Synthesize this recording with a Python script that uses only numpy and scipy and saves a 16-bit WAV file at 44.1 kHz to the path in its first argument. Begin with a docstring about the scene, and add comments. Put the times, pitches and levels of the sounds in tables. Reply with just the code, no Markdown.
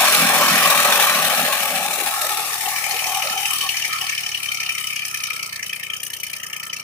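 """Throb, roar and splash of a three-cylinder diesel tractor dragging a harrow through a flooded field,
close to a phone; then it turns and drives off, leaving a dry diesel knock and a thin low beat.
Exhaust: orders of the firing rate plus noise puffs. Block: noise through ring bands that fade one by one.
Fan and churned water: shaped noise. Knock: noise bursts per firing plus struck-metal modes; valve rattle between.
A low whine follows the engine; a faint steady field background lies under everything."""
import sys
import numpy as np
from scipy import signal
from scipy.fft import rfft, irfft, next_fast_len
from scipy.io import wavfile
from scipy.ndimage import uniform_filter1d, map_coordinates

SR = 44100
rng = np.random.default_rng(int(sys.argv[2]) if len(sys.argv) > 2 else 0)


def master_out(mix):
    """Clip the mix to full scale and print it as 16-bit PCM to the path in sys.argv[1]."""
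    frames = np.transpose(np.atleast_2d(mix))
    ceiling = np.clip(frames, -1, 1)
    pcm = np.round(ceiling * 32767).astype(np.int16)
    wavfile.write(sys.argv[1], SR, pcm)


N = 301203
TIME = np.arange(N) / SR  # s
LEFT_RIGHT = np.array([[.5], [-.5]])  # splits a left-right dB between the ports
LAG_S = .001  # scatter in onset between parts of the metal

# borders between the metal parts that knock [f/Hz]
SPLITS_HZ = [2100, 2700, 3500, 5000, 7200]
# knocks that stand out once the roar has cleared
# [t/s, peak/dB, then level of each metal part against the peak/dB, low to high]
HARD_KNOCKS = [(2.3943, -22, -18, -4, -12, -22, -19, -18), (2.4482, -24.5, -16, -11, -24, -20, -12, -16),
               (2.5006, -23, -17, -4, -20, -22, -13, -18), (2.6079, -17, -13, -19, -13, -17, -16, -10),
               (2.659, -23, -8, -21, 1, -19, -13, -10), (2.6835, -24, -19, -23, -5, -18, -15, -17),
               (2.7336, -25, -9, -18, -10, -15, -12, -10), (2.7596, -12, -17, -15, -14, -26, -17, -15),
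               (2.8402, -17.5, -12, 0, -26, -20, -16, -19), (2.9117, -14, -12, -17, -21, -10, -9, -15),
               (2.9421, -20, -20, -14, -18, -17, -11, -14), (2.9655, -18, -19, -2, -13, -17, -14, -13),
               (2.9918, -13.5, -25, -7, -9, -21, -14, -20), (3.0424, -12.5, -29, -5, -26, -21, -13, -20),
               (3.067, -19, -22, -20, -19, -12, -5, -15), (3.1216, -18, -14, -15, -10, -13, -11, -10),
               (3.1468, -11, -29, -12, -13, -20, -14, -18), (3.1965, -16.5, -24, -7, -18, -21, -13, -14),
               (3.223, -13, -20, -4, -10, -22, -20, -26), (3.2723, -16, -19, -8, -20, -12, -15, -22),
               (3.2988, -13.5, -12.5, -9, -17, -15, -13, -20), (3.377, -16, -28, -9, -15, -16, -11, -17),
               (3.4305, -16.5, -14, -17, -7, -16, -12, -14), (3.4557, -11, -26, -13, -8, -21, -12, -13.5),
               (3.507, -14, -26, -9, -6.5, -16, -14, -8), (3.5335, -15, -20, -20, -6, -22, -11, -6.5),
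               (3.5593, -17, -19, -29, -10, -15, -16, -9), (3.5847, -19.5, -21, -27, -17, -9, -9, -5),
               (3.612, -14, -25, -35, -3.5, -14, -10, -14), (3.6375, -19, -18, -30, -17, -14, -14, -11),
               (3.664, -17.5, -12, -20, -14, -14, -10.5, -15), (3.691, -12, -30, -18, -8, -14, -15, -14),
               (3.7436, -17.5, -5, -11, -24, -12, -14, -18), (3.7692, -11.5, -21, -8, -25, -15, -8.5, -16),
               (3.8241, -15, -17, -13, -4, -23, -8.5, -17), (3.8496, -9, -12, -17, -19, -17, -14, -19),
               (3.93, -13, -13, -12, -14, -10, -16, -15), (3.9857, -21, -16, -21, -8, -6, -23, -11),
               (4.0133, -9.5, -17, -26, -11, -24, -16, -15), (4.0675, -14, -16, -6, -15, -14, -15, -16),
               (4.0947, -10.5, -15, -14, -13, -23, -10.5, -17), (4.124, -18.5, -8, -6, -16, -23, -21, -16),
               (4.1514, -14, -22, -13, -10, -19, -18, -17), (4.1796, -13.5, -26, -13, -6.5, -19, -12, -20),
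               (4.2067, -19, -23, -13, -14, -17, -12, -11), (4.235, -15.5, -26, -8, -9, -22, -12, -25),
               (4.2638, -11, -24, -12, -9, -26, -14.5, -22), (4.291, -16.5, -18, -7, -17, -16, -15, -16),
               (4.3185, -16, -23, -4.5, -10, -27, -10, -27), (4.3478, -10.5, -22, -10, -7.5, -22, -21, -21),
               (4.3754, -17, -17, -14, -8.5, -18, -19, -14), (4.4018, -24, -8, -3, -10, -16, -14, -6),
               (4.4317, -14.5, -26, -6, -10, -15, -15, -12), (4.4597, -17.5, -16, -6, -12, -17, -14, -13),
               (4.4893, -16.5, -21, -11, -6, -19, -16, -20), (4.518, -13, -37, -3, -13, -15, -20, -13.5),
               (4.5456, -15.5, -46, -6, -20, -20, -7, -13), (4.5734, -17.5, -32, -6, -8, -16, -12, -15),
               (4.6033, -11, -21, -5, -18, -17, -13, -17), (4.6333, -11.5, -19, -10, -16.5, -22, -15, -18),
               (4.663, -14.5, -19, -13, -9, -15, -19, -17),
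               (4.6926, -8.5, -21, -11.5, -13, -25, -19, -18.5), (4.722, -18, -27, -17, -11, -21, -13, -12),
               (4.751, -17, -20, -5, -15, -21, -12, -15), (4.7825, -15, -12.5, -16, -8.5, -15, -12, -12),
               (4.8105, -20, -16, -13, -10, -18, -17, -8.5), (4.8413, -17.5, -15, -13, -4, -20, -16, -13),
               (4.872, -17, -25, -20, -6.5, -22, -9, -9.5), (4.9308, -21.5, -19, -3, -13, -24, -9, -9),
               (4.962, -10.5, -27, -8, -12, -25, -10.5, -17), (5.0213, -17, -13, -7, -10, -21, -17, -16),
               (5.0515, -11, -22, -14, -20, -20, -12.5, -12.5), (5.0817, -19, -19, -13, -12, -21, -11, -6),
               (5.1127, -20.5, -14, -13, -14, -21, -10.5, -10),
               (5.1441, -12.5, -18, -6.5, -22, -18, -14, -11), (5.174, -17, -19, -11, -22, -15, -13, -10),
               (5.205, -19, -16, -2, -16, -10, -17, -10), (5.2376, -13, -20, -8, -15, -17, -10, -9),
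               (5.3037, -19, -15, 1, -13, -19, -12, -8.5), (5.3637, -19, -15, -10, -15, -19, -11, -10),
               (5.3955, -19, -21, -1, -10, -23, -15, -14), (5.429, -15.5, -34, -5, -20, -14, -13, -11),
               (5.4624, -20.5, -32, -11, -15, -15, -12.5, -6.5), (5.494, -26, -14, -2, -13, -9, -14, -10),
               (5.5276, -12, -14, -11, -23, -17, -24, -18), (5.5611, -14.5, -16, -14, -23, -15.5, -18, -15),
               (5.5953, -30.5, 3, -4, -8, -14, -7, -5), (5.629, -13.5, -12, -11, -16, -27, -11, -15),
               (5.664, -22, -19, -17, -4, -14, -13, -5.5), (5.6968, -18, -20, -8, -6, -23, -19, -14),
               (5.731, -14.5, -16, -5, -13, -21, -18, -12.5), (5.7632, -18.5, -14, -11, -15, -18, -22, -10),
               (5.798, -23, -8, -4, -12, -21, -17, -8), (5.833, -16, -15, -12, -8, -23, -18, -13),
               (5.866, -26, -15, -1, -7, -20, -12, -9), (5.9015, -18, -20, -6.5, -6, -27, -19, -17),
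               (5.9355, -16.5, -14, -22, -3.5, -22, -17, -13), (5.9662, -21, -30, -19, -8, -23, -9, -11),
               (6.002, -20, -20, -13, -8, -33, -12, -13), (6.0325, -17.5, -20, -18, -9, -17, -10, -4),
               (6.0663, -19.5, -19, -22, -8.5, -24, -7.5, -7.5), (6.1028, -22.5, -9, -25, -8, -18, -8, -7),
               (6.1357, -17, -17, -34, -7, -10, -14, -8), (6.1673, -22, -16, -29, -11, -21, -11, -7),
               (6.2017, -26.5, -24, -20, -3, -12, -7, -2), (6.2339, -17, -16, -7, -15, -17, -13, -5),
               (6.267, -21, -20, -14, -10, -18, -12, -7), (6.3005, -20, -13, -14, -9, -18, -16, -9),
               (6.3339, -13.5, -15, -8, -25, -17.5, -16, -12.5),
               (6.3658, -17.5, -17, -15, -17, -20, -14, -8.5), (6.4002, -22.5, -9, -21, -9, -28, -16, -10),
               (6.4336, -19, -10, -24, -9, -26, -9, -9.5), (6.4672, -19.5, -17, -20, -16, -29, -8.5, -10),
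               (6.5005, -31, 0, -11, -7, -22, -6, -3), (6.5325, -16, -11, -24, -8, -26, -12.5, -13),
               (6.5653, -19, -17, -13, -11, -29, -11, -10), (6.6, -20.5, -22, -17, -5.5, -28, -14, -12),
               (6.6322, -18.5, -14.5, -13, -14, -14, -12, -10.5),
               (6.6665, -22.5, -14, -23, -8, -22, -16, -8), (6.6996, -22.5, -19, -23, -1, -16, -16, -19),
               (6.7317, -17, -16, -11, -11.5, -16, -10.5, -14), (6.7652, -19, -27, -14, -10, -14, -15, -14),
               (6.7982, -22, -20, -10, -11, -15, -11, -13)]


def amp(db):
    """dB to amplitude gain."""
    return 10 ** (np.asarray(db) / 20)


def unit(x):
    """Scale to rms 1."""
    return x / np.sqrt(np.mean(x ** 2) + 1e-20)


def along(points, hz):
    """Interpolate (f/Hz, value) points on a log frequency axis."""
    f, v = np.transpose(points)
    return np.interp(np.log(hz + 1), np.log(f + 1), v)


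def curves(rows):
    """Interpolate each column after the time to one value per sample."""
    s, *cols = np.transpose(rows)
    return [np.interp(TIME, s, c) for c in cols]


def filtered(x, response):
    """Multiply the spectrum of x by response(f/Hz)."""
    m = next_fast_len(N + 8192)
    return irfft(rfft(x, m) * response(np.fft.rfftfreq(m, 1 / SR)), m)[..., :N]


def noise(gain, balance, patchy_db):
    """Stereo noise of rms 1 with narrow drifting dips: shared in the bass, each port's own in the treble."""
    # left-right likeness [f/Hz, correlation]
    likeness = [(25, 0.98), (60, 0.89), (300, 0.92), (640, 0.97), (1400, 0.96), (3000, 0.23), (8000, 0.036),
                (15000, 0.069)]
    lead_s = .0001  # left port hears it first
    hz, _, z = signal.stft(rng.standard_normal((2, N)), SR, nperseg=512)
    angle = np.arccos(np.clip(along(likeness, hz), -1, 1))[:, None] / 2

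    def ports(a, b):
        common, own = np.cos(angle) * a, np.sin(angle) * b
        return np.array([common + own, common - own])

    patches = uniform_filter1d(rng.standard_normal(z.shape), size=2, axis=1)
    patches = uniform_filter1d(patches, size=24, axis=2)
    patch_db = patchy_db * np.minimum(unit(ports(*patches)), .7)  # rises capped, dips free
    pair = signal.istft(ports(*z) * amp(patch_db), SR, nperseg=512)[1][:, :N]

    def response(f):
        lead = np.exp(2j * np.pi * f * lead_s * LEFT_RIGHT)
        return gain(f) * amp(along(balance, f) * LEFT_RIGHT) * lead

    return unit(filtered(pair, response))


def waver(depth_db, hz):
    """Random gain: straight dB lines between hz random points a second."""
    knots = rng.standard_normal(2400)
    return amp(depth_db * map_coordinates(knots, [TIME * hz], order=1))


def fading(near_db, loss_db_per_s, drop_s, drop_db_per_s, far_db, drift=1):
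    """Gain over time: steady loss, then a faster drop to a constant remainder."""
    loss_start_s = 0.71
    loss_db = loss_db_per_s * np.maximum(TIME - loss_start_s, 0)
    drop_db = drop_db_per_s * np.maximum(TIME - drop_s, 0)
    return np.hypot(amp(near_db - loss_db - drop_db) * drift, amp(far_db))


def swells(rows):
    """Gain of Gaussian power bumps [t/s, peak/dB, half length to 1/e power/s]."""
    step = 64  # samples per envelope point
    power = np.zeros(N // step + 1)
    t = np.arange(len(power)) * step / SR
    for s, db, half_s in rows:
        power += amp(2 * db) * np.exp(-((t - s) / half_s) ** 2)
    return np.interp(np.arange(N) / step, np.arange(len(power)), np.sqrt(power))


def crank():
    """Integrate engine speed to firings so far at every sample."""
    # engine speed [t/s, firing rate/Hz]
    speed = [(0, 42.98), (.4, 41.4), (1.3, 39.62), (2, 39.15), (2.45, 38.07), (2.8, 39.16), (3.3, 38.83),
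             (3.7, 37.82), (4.1, 36.12), (4.4, 35.34), (4.8, 33.4), (5.1, 32.75), (5.4, 30.83),
             (5.7, 29.42), (6.2, 30.16), (6.83, 30.1)]
    start_firings = -.45
    return start_firings + np.cumsum(curves(speed)[0]) / SR


def bursts(fired, width_s, tail_s, tail_db, scatter_db, hard=(), level_db=np.zeros(N)):
    """Firing envelope: swell, dying clatter and loose tap; each hard knock replaces its nearest firing."""
    # knock strength per cylinder [level/dB]
    cylinder_db = [-3, -4.5, -6.5]
    tap_s, tap_db, tap_scatter_db = (.008, .02), -10, 2.5  # earliest and latest delay; level against knock
    rise_s = .0065  # firing to top of knock
    number = np.floor(fired + .3).astype(int)
    starts = np.flatnonzero(np.diff(number) > 0)
    chance = rng.standard_normal((400, 4))[:len(starts)]
    where = starts.copy()
    db = level_db[starts] + np.take(cylinder_db, (number[starts + 1] + 1) % 3) + scatter_db * chance[:, 0]
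    for s, peak_db in hard:
        at = round((s + .0015 - rise_s) * SR)
        k = np.argmin(np.abs(starts - at))
        where[k], db[k] = at, peak_db
    where = np.abs(where + np.round(LAG_S * SR * chance[:, 1]).astype(int))
    late_s = np.interp(np.tanh(chance[:, 2]), [-1, 1], tap_s)
    blows = np.zeros(N + SR)
    blows[where + (late_s * SR).astype(int)] = amp(db + tap_db + tap_scatter_db * chance[:, 3])
    blows[where] = amp(db)
    t = np.arange(SR // 10) / SR - rise_s
    swell = np.exp(-.5 * (t / width_s / np.where(t < 0, .78, 1.1)) ** 2)  # rises faster than it falls
    clatter = amp(tail_db) * np.exp(-np.maximum(t, 0) / tail_s) * np.where(t < 0, swell, 1)
    return np.abs(signal.fftconvolve(blows, swell + clatter)[:N])


def exhaust(fired):
    """Clean low orders of the firing rate through the pipe; early on a louder, rougher throb with puffs."""
    # pipe response [f/Hz, level/dB]
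    pipe = [(55, -23), (80, -3), (115, 1.5), (150, 2.5), (190, -1.5), (230, -9.5), (300, -14)]
    # beat level [t/s, level/dB, extra for orders above the fourth/dB]
    beat_level = [(0, -59, -4), (1.2, -56, -6), (2.15, -55.5, -2), (2.9, -53, -3), (3.6, -54.5, -2),
                  (4.64, -53.5, -5.5), (5.69, -56, -2), (6.83, -58, -2)]
    # throb [multiple of firing rate, relative level/dB]
    throb_orders = [(4, 12.5), (5, 13.5), (6, 12), (7, 8)]
    # throb decay [start level/dB, loss/(dB/s), drop t/s, further loss/(dB/s), remaining level/dB]
    throb_fade = (-36, 9, 2, 92, -60)
    # throb surges [t/s, peak/dB, half length/s]
    surges = [(.05, -37, 0.027), (.23, -22.5, 0.035), (.42, -30.5, 0.12), (.53, -23.5, 0.024),
              (.64, -30, 0.034), (.79, -29.5, 0.022), (.89, -30, 0.013), (.97, -40, 0.014),
              (1.21, -34, 0.074), (1.29, -48, 0.023), (1.43, -29.5, 0.041), (1.63, -45, 0.017),
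              (1.76, -35, 0.053), (1.88, -40, 0.037), (2.07, -43, 0.023), (3.31, -39, 0.0089),
              (3.58, -53, 0.029)]
    rate_hz = np.gradient(fired) * SR
    beat_db, upper_db = curves(beat_level)
    beat = 0
    for k in range(2, 9):
        gain = amp(along(pipe, k * rate_hz) + (k > 4) * upper_db)
        beat = beat + gain * waver(1, 5.1) * np.cos(2 * np.pi * k * (fired - .15))
    throb = sum(amp(db) * np.cos(2 * np.pi * k * (fired - .3)) for k, db in throb_orders)

    def puff_band(hz):
        return (.04 + 1 / (1 + (145 / (hz + 1)) ** 12)) / (1 + (hz / 270) ** 10)

    puff = noise(puff_band, [(100, -2.1)], patchy_db=3.5)
    surge = np.hypot(fading(*throb_fade), swells(surges))
    return amp(beat_db) * unit(beat) + surge * (0.5 * unit(throb) + 0.39 * puff)


def block(fired):
    """Combustion noise, swelling a little at each firing, rings in the block; the rings fade one by one."""
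    # rings [f/Hz, width/Hz, left-right/dB]
    ring_bands = [(424, 212, -1.5), (601, 157, -1), (799, 176, 5), (960, 83, 1), (1118, 167, 2.5),
                  (1296, 194, -2), (1570, 280, 15)]
    # ring decay, low to high
    # [start level/dB, loss/(dB/s), drop t/s, further loss/(dB/s), remaining level/dB], before the firing swell
    ring_fades = [(-40.5, 6.8, 4.1, 60, -62.5), (-31.5, 6.7, 2, 75, -63.5), (-27.5, 3.6, 3.42, 15, -75),
                  (-37.5, 8.9, 1, 44, -71), (-24, 8.95, 6.9, 10, -80), (-29, 2.85, 1.06, 5.1, -63),
                  (-29, 4, 1.3, 33, -63)]
    # lumps of roar in the ring nearest in pitch [t/s, f/Hz, peak/dB, half length/s]
    lumps = [(0.008, 802, -21.5, .04), (0.028, 1118, -31, 0.048), (0.56, 600, -40, 0.043),
             (0.663, 1118, -21, 0.034), (0.882, 417, -36, 0.067), (1.023, 802, -30, 0.028),
             (1.095, 1118, -26, 0.06), (1.12, 417, -39, 0.013), (1.327, 600, -27, 0.013),
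             (1.34, 1118, -29, 0.037), (1.483, 600, -27, 0.032), (1.52, 1118, -27, 0.035),
             (1.707, 600, -30.5, 0.049), (1.8, 1118, -34, 0.025), (1.923, 802, -40, 0.21),
             (2.01, 417, -30.5, 0.021), (2.033, 1118, -31, 0.018), (2.133, 802, -32, 0.057),
             (2.254, 600, -33.5, 0.029), (2.284, 1293, -35.5, 0.14), (2.383, 1293, -54, 0.031),
             (2.402, 417, -45, 0.016), (2.487, 802, -48, 0.015), (2.476, 600, -42, 0.022),
             (2.84, 600, -46, 0.074), (3.058, 600, -45, 0.045), (3.592, 417, -50, 0.025),
             (3.843, 600, -48, 0.026), (4.025, 417, -49, 0.013), (0.312, 802, -27.5, 0.08),
             (0.4, 600, -46, .1), (0.717, 600, -35.5, 0.15), (2.95, 417, -41.5, 0.015),
             (3.124, 1118, -32.5, 0.069), (3.162, 802, -34, 0.075), (3.265, 600, -28.5, 0.019),
             (3.24, 1293, -39.5, 0.048), (3.335, 417, -46, 0.02), (3.536, 1118, -39, 0.044),
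             (3.653, 1118, -28, 0.021), (3.65, 600, -57, 0.019), (3.865, 802, -36, 0.022),
             (3.955, 1293, -37.5, 0.036), (4.041, 802, -33.5, 0.016), (4.047, 1118, -40.5, 0.07),
             (4.698, 1293, -48, 0.25), (5.28, 1293, -43.5, 0.14), (5.942, 1293, -49, 0.037),
             (6.583, 1293, -50.5, 0.18)]
    firing = bursts(fired, width_s=0.0095, tail_s=0.0081, tail_db=-13, scatter_db=3)
    swell = 0.71 + 0.21 * unit(firing)
    burn = noise(np.ones_like, [(hz, side_db) for hz, _, side_db in ring_bands], patchy_db=3)
    depth_db = 4.5 * np.clip(TIME / 2.6, .45, 1)  # deepens until 2.6 s

    def nearest(pitch_hz):
        return min(ring_bands, key=lambda ring: abs(ring[0] - pitch_hz))[0]

    rings = []
    for fade, (hz, width_hz, _) in zip(ring_fades, ring_bands):
        own_lumps = [(s, db, half_s) for s, pitch_hz, db, half_s in lumps if nearest(pitch_hz) == hz]
        gain = np.hypot(fading(*fade, waver(depth_db, 15)), swells(own_lumps))
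        ring = filtered(burn, lambda f: 1 / (1 + (2 * (f - hz) / width_hz) ** 4))
        rings.append(gain * unit(ring))
    *low, turning, top = rings
    pan_db = np.maximum(-6 * TIME, -22)  # ring near 1.3 kHz drifts right
    grit = waver(1.1, 150)  # fast crackle
    return swell * grit * (sum(low) + top + turning * amp(pan_db * LEFT_RIGHT))


def whine(fired):
    """Wavering tone locked to a fixed multiple of the firing rate."""
    # decay of the tone's peak
    # [start level/dB, loss/(dB/s), drop t/s, further loss/(dB/s), remaining level/dB]
    whine_fade = (-33, 5.5, 1.77, 47, -80)
    order = 43 / 3  # times the firing rate
    return fading(*whine_fade, waver(2.4, 8.86)) * np.cos(2 * np.pi * order * fired)


def rush(fired, top_db):
    """Fan and churned water: shaped noise, part of it swelling with each firing."""
    # spectrum [f/Hz, relative density/dB]
    rush_shape = [(840, -42), (1500, -1), (1750, 3.5), (1950, 4.5), (2100, -3), (2300, 3.5), (2750, 4.5),
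                  (3040, -6.5), (3500, 3), (4350, -0.5), (4910, -9), (5320, -5.5), (7540, -6),
                  (10800, -2.5), (13300, -6), (14900, -11), (15500, -3.5)]
    # balance [f/Hz, left-right/dB]
    near_side = [(1300, -10), (2400, 6.5), (4400, 3), (7000, 10.5), (10000, 6), (15000, 14.5)]
    # decay, before pulse and crackle
    # [start level/dB, loss/(dB/s), drop t/s, further loss/(dB/s), remaining level/dB]
    rush_fade = (-14, 6.5, 4.5, 11.5, -75)
    pulse_share = .38
    water = noise(lambda hz: amp(along(rush_shape, hz)), near_side, patchy_db=5.5)
    pulse = unit(bursts(fired, width_s=.004, tail_s=.01, tail_db=-6, scatter_db=3))
    crackle = waver(2.2, 300)
    water = fading(*rush_fade) * water * crackle * (1 - pulse_share + pulse_share * pulse)
    high = filtered(water, lambda hz: 1 / (1 + (5500 / (hz + 1)) ** 4))
    return water + (amp(top_db) - 1) * high


def knock(fired, knock_db, top_db):
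    """Knock of each firing, as noise bursts in six metal parts, with valve rattle between and cracks on top."""
    # spectrum [f/Hz, relative density/dB]
    knock_shape = [(1100, -68), (1500, -20), (1800, -6.5), (2100, -7), (2400, 6.5), (3050, 3), (3550, -7.5),
                   (3900, -5), (5600, 2), (6700, -1.5), (7250, -22), (8100, -6), (12000, -10.5),
                   (15500, -12.5)]
    # balance [f/Hz, left-right/dB]
    far_side = [(1300, -12), (1800, -27.5), (2150, 48), (2500, -2.5), (3000, 9.5), (3800, -8), (6500, -1.5),
                (7500, 13), (8800, 7), (9700, 12), (10800, 7), (12500, 8.5), (15000, 14)]
    # rattle sinks under the knock [t/s, level against knock/dB]
    rattle_level = [(0, 18), (3.3, -2), (4.3, -5), (5.4, -15), (6.83, -21.5)]
    # low parts trade strength [t/s, offset near 1.8 kHz/dB, near 2.4 kHz/dB, near 3 kHz/dB]
    part_levels = [(0, -1, 1.5, 3), (1.6, 5, -6, 5), (2.5, 2.5, -10, -10), (2.8, 5.5, -4, -4),
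                   (3.1, 0, -7, 3), (3.5, -0.5, -13, 5.5), (3.8, 5, -10, 6), (4.201, 3, -2.5, 4),
                   (4.55, -16, 7, -8), (4.8, 6, 1, 6), (5.1, -4, 1, 6), (5.4, -3, -4, 8), (5.6, 3, 3, 2),
                   (5.8, 7, -6, 8.5), (6.1, -1, -15, 11), (6.35, 13, -1, 12), (6.6, 3, -13, 3),
                   (6.83, -5, -6, 4.5)]
    # noisy share of a hard knock, per part [level/dB]
    hard_noise_db = [-6, -10.5, -9, -6, -6, -2]
    # burst shape, per part [swell/s, clatter decay/s, clatter level/dB]
    shapes = [(.0034, .014, -6), (.0035, .017, -4), (.0033, .012, -7), (.0031, .012, -7), (.0031, .012, -7),
              (.003, .012, -7)]
    echo_s = 0.001615  # bounce off the water; peaks every 620 Hz

    def metal_gain(hz):
        bounce = np.abs(1 + .68 * np.exp(-2j * np.pi * hz * echo_s))
        return amp(along(knock_shape, hz)) * bounce

    metal = noise(metal_gain, far_side, patchy_db=5)
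    splits_hz = np.reshape(SPLITS_HZ, (-1, 1, 1))
    below = [0, *filtered(metal, lambda hz: 1 / (1 + (hz / splits_hz) ** 16)), metal]
    cycle = (fired + 1.15) / 3 % 1  # one turn per three firings
    # level steps up once every three firings, then ebbs
    rattle = amp(knock_db + curves(rattle_level)[0] + 3 - 6 * cycle)
    s, peak_db, *hard_db = np.transpose(HARD_KNOCKS)
    parts_db = curves(part_levels) + [0, 0, top_db]
    out = cracks()
    for shape, own_db, noise_db, part_db, low, high in zip(
            shapes, hard_db, hard_noise_db, parts_db, below, below[1:]):
        band = high - low
        share_db = 10 * np.log10(np.mean(band ** 2)) + part_db
        hard = zip(s, peak_db + own_db + noise_db)
        beat = bursts(fired, *shape, scatter_db=3, hard=hard, level_db=knock_db + share_db)
        out = out + np.hypot(beat, rattle * amp(share_db)) * waver(1.2, 8) * unit(band)
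    return out


def treble(fired):
    """Rush and knock together; colour and balance shift as the machine turns."""
    # [t/s, knock level/dB, left-right (mean removed below)/dB, extra level at the top/dB]
    treble_level = [(0, -38, 4, 1), (.7, -34.5, 6.5, 0), (1.8, -37, 9, 1.5), (2.6, -29.5, 9, 4),
                    (3.05, -25.5, 10, 3), (3.7, -25, 9.5, 3.5), (4.2, -27, 9, 0), (4.5, -29, 9, 3),
                    (5, -23, 9, 2), (5.4, -27.5, 6, 5.5), (5.7, -28, 8, 7), (6, -31, 8, -4),
                    (6.3, -27.5, 7.5, -2), (6.83, -28, 10.5, -0.5)]
    knock_db, pan_db, top_db = curves(treble_level)
    mix = rush(fired, top_db) + knock(fired, knock_db, top_db)
    return mix * amp((pan_db - np.mean(pan_db)) * LEFT_RIGHT)


def field():
    """Faint steady background: shaped noise."""
    # spectrum [f/Hz, relative density/dB]
    field_shape = [(20, -9), (45, 0), (130, 9), (300, 1), (550, 0), (900, 4.5), (1300, 8.5), (1600, -23),
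                   (2200, -30), (4000, -120)]
    return amp(-54) * noise(lambda hz: amp(along(field_shape, hz)), [(60, 0), (1500, 0.5)], patchy_db=2.5)


def cracks():
    """Hard knocks ring metal modes, each with its own onset and pitch scatter, out of step at the ports."""
    # struck metal [f/Hz, relative level/dB, t60/s]
    modes = [(1854, -2.5, 0.038), (2336, -9, 0.067), (2952, 1, 0.041), (4350, -2, 0.028), (5660, 1, 0.026)]
    crack_db, pitch_spread, rise_s = 6.5, 0.042, .002  # level against the part it rings in; relative pitch
    out, t = np.zeros((2, N + SR)), np.arange(SR // 25) / SR
    hz, db, t60_s = np.transpose(modes)[..., None]
    part = np.searchsorted(SPLITS_HZ, hz[:, 0])
    chances = rng.standard_normal((len(HARD_KNOCKS), 5, len(modes), 1))
    for (s, peak_db, *parts_db), chance in zip(HARD_KNOCKS, chances):
        at = round((s - 2 * rise_s) * SR)
        u = np.maximum(t - LAG_S * np.abs(1 + chance[4]), 0)  # s since the mode's onset
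        mode_db = db + np.take(parts_db, part)[:, None] + 0.76 * chance[0] - 60 * u / t60_s
        ring = amp(mode_db) * (1 - np.exp(-u / rise_s)) ** 2
        phase = 2 * np.pi * hz * (1 + pitch_spread * chance[1]) * t + 1.12 * chance[2:4]
        out[:, at:at + len(t)] += amp(peak_db + crack_db) * np.sum(ring * np.sin(phase), axis=1)
    return out[:, :N] * amp(3 * LEFT_RIGHT)


def scene():
    """Tractor, all layers driven by one crank, over the field background."""
    fired = crank()
    return exhaust(fired) + block(fired) + whine(fired) + treble(fired) + field()


def record(dry):
    """Phone: rounds off the highest peaks, keeps almost nothing above its band limit."""
    top_hz = 15520
    soft = dry / (1 + np.abs(dry / .9) ** 4) ** (1 / 4)
    return filtered(soft, lambda hz: 1 / (1 + (hz / top_hz) ** 300))


dry = scene()
out = record(dry)
master_out(out)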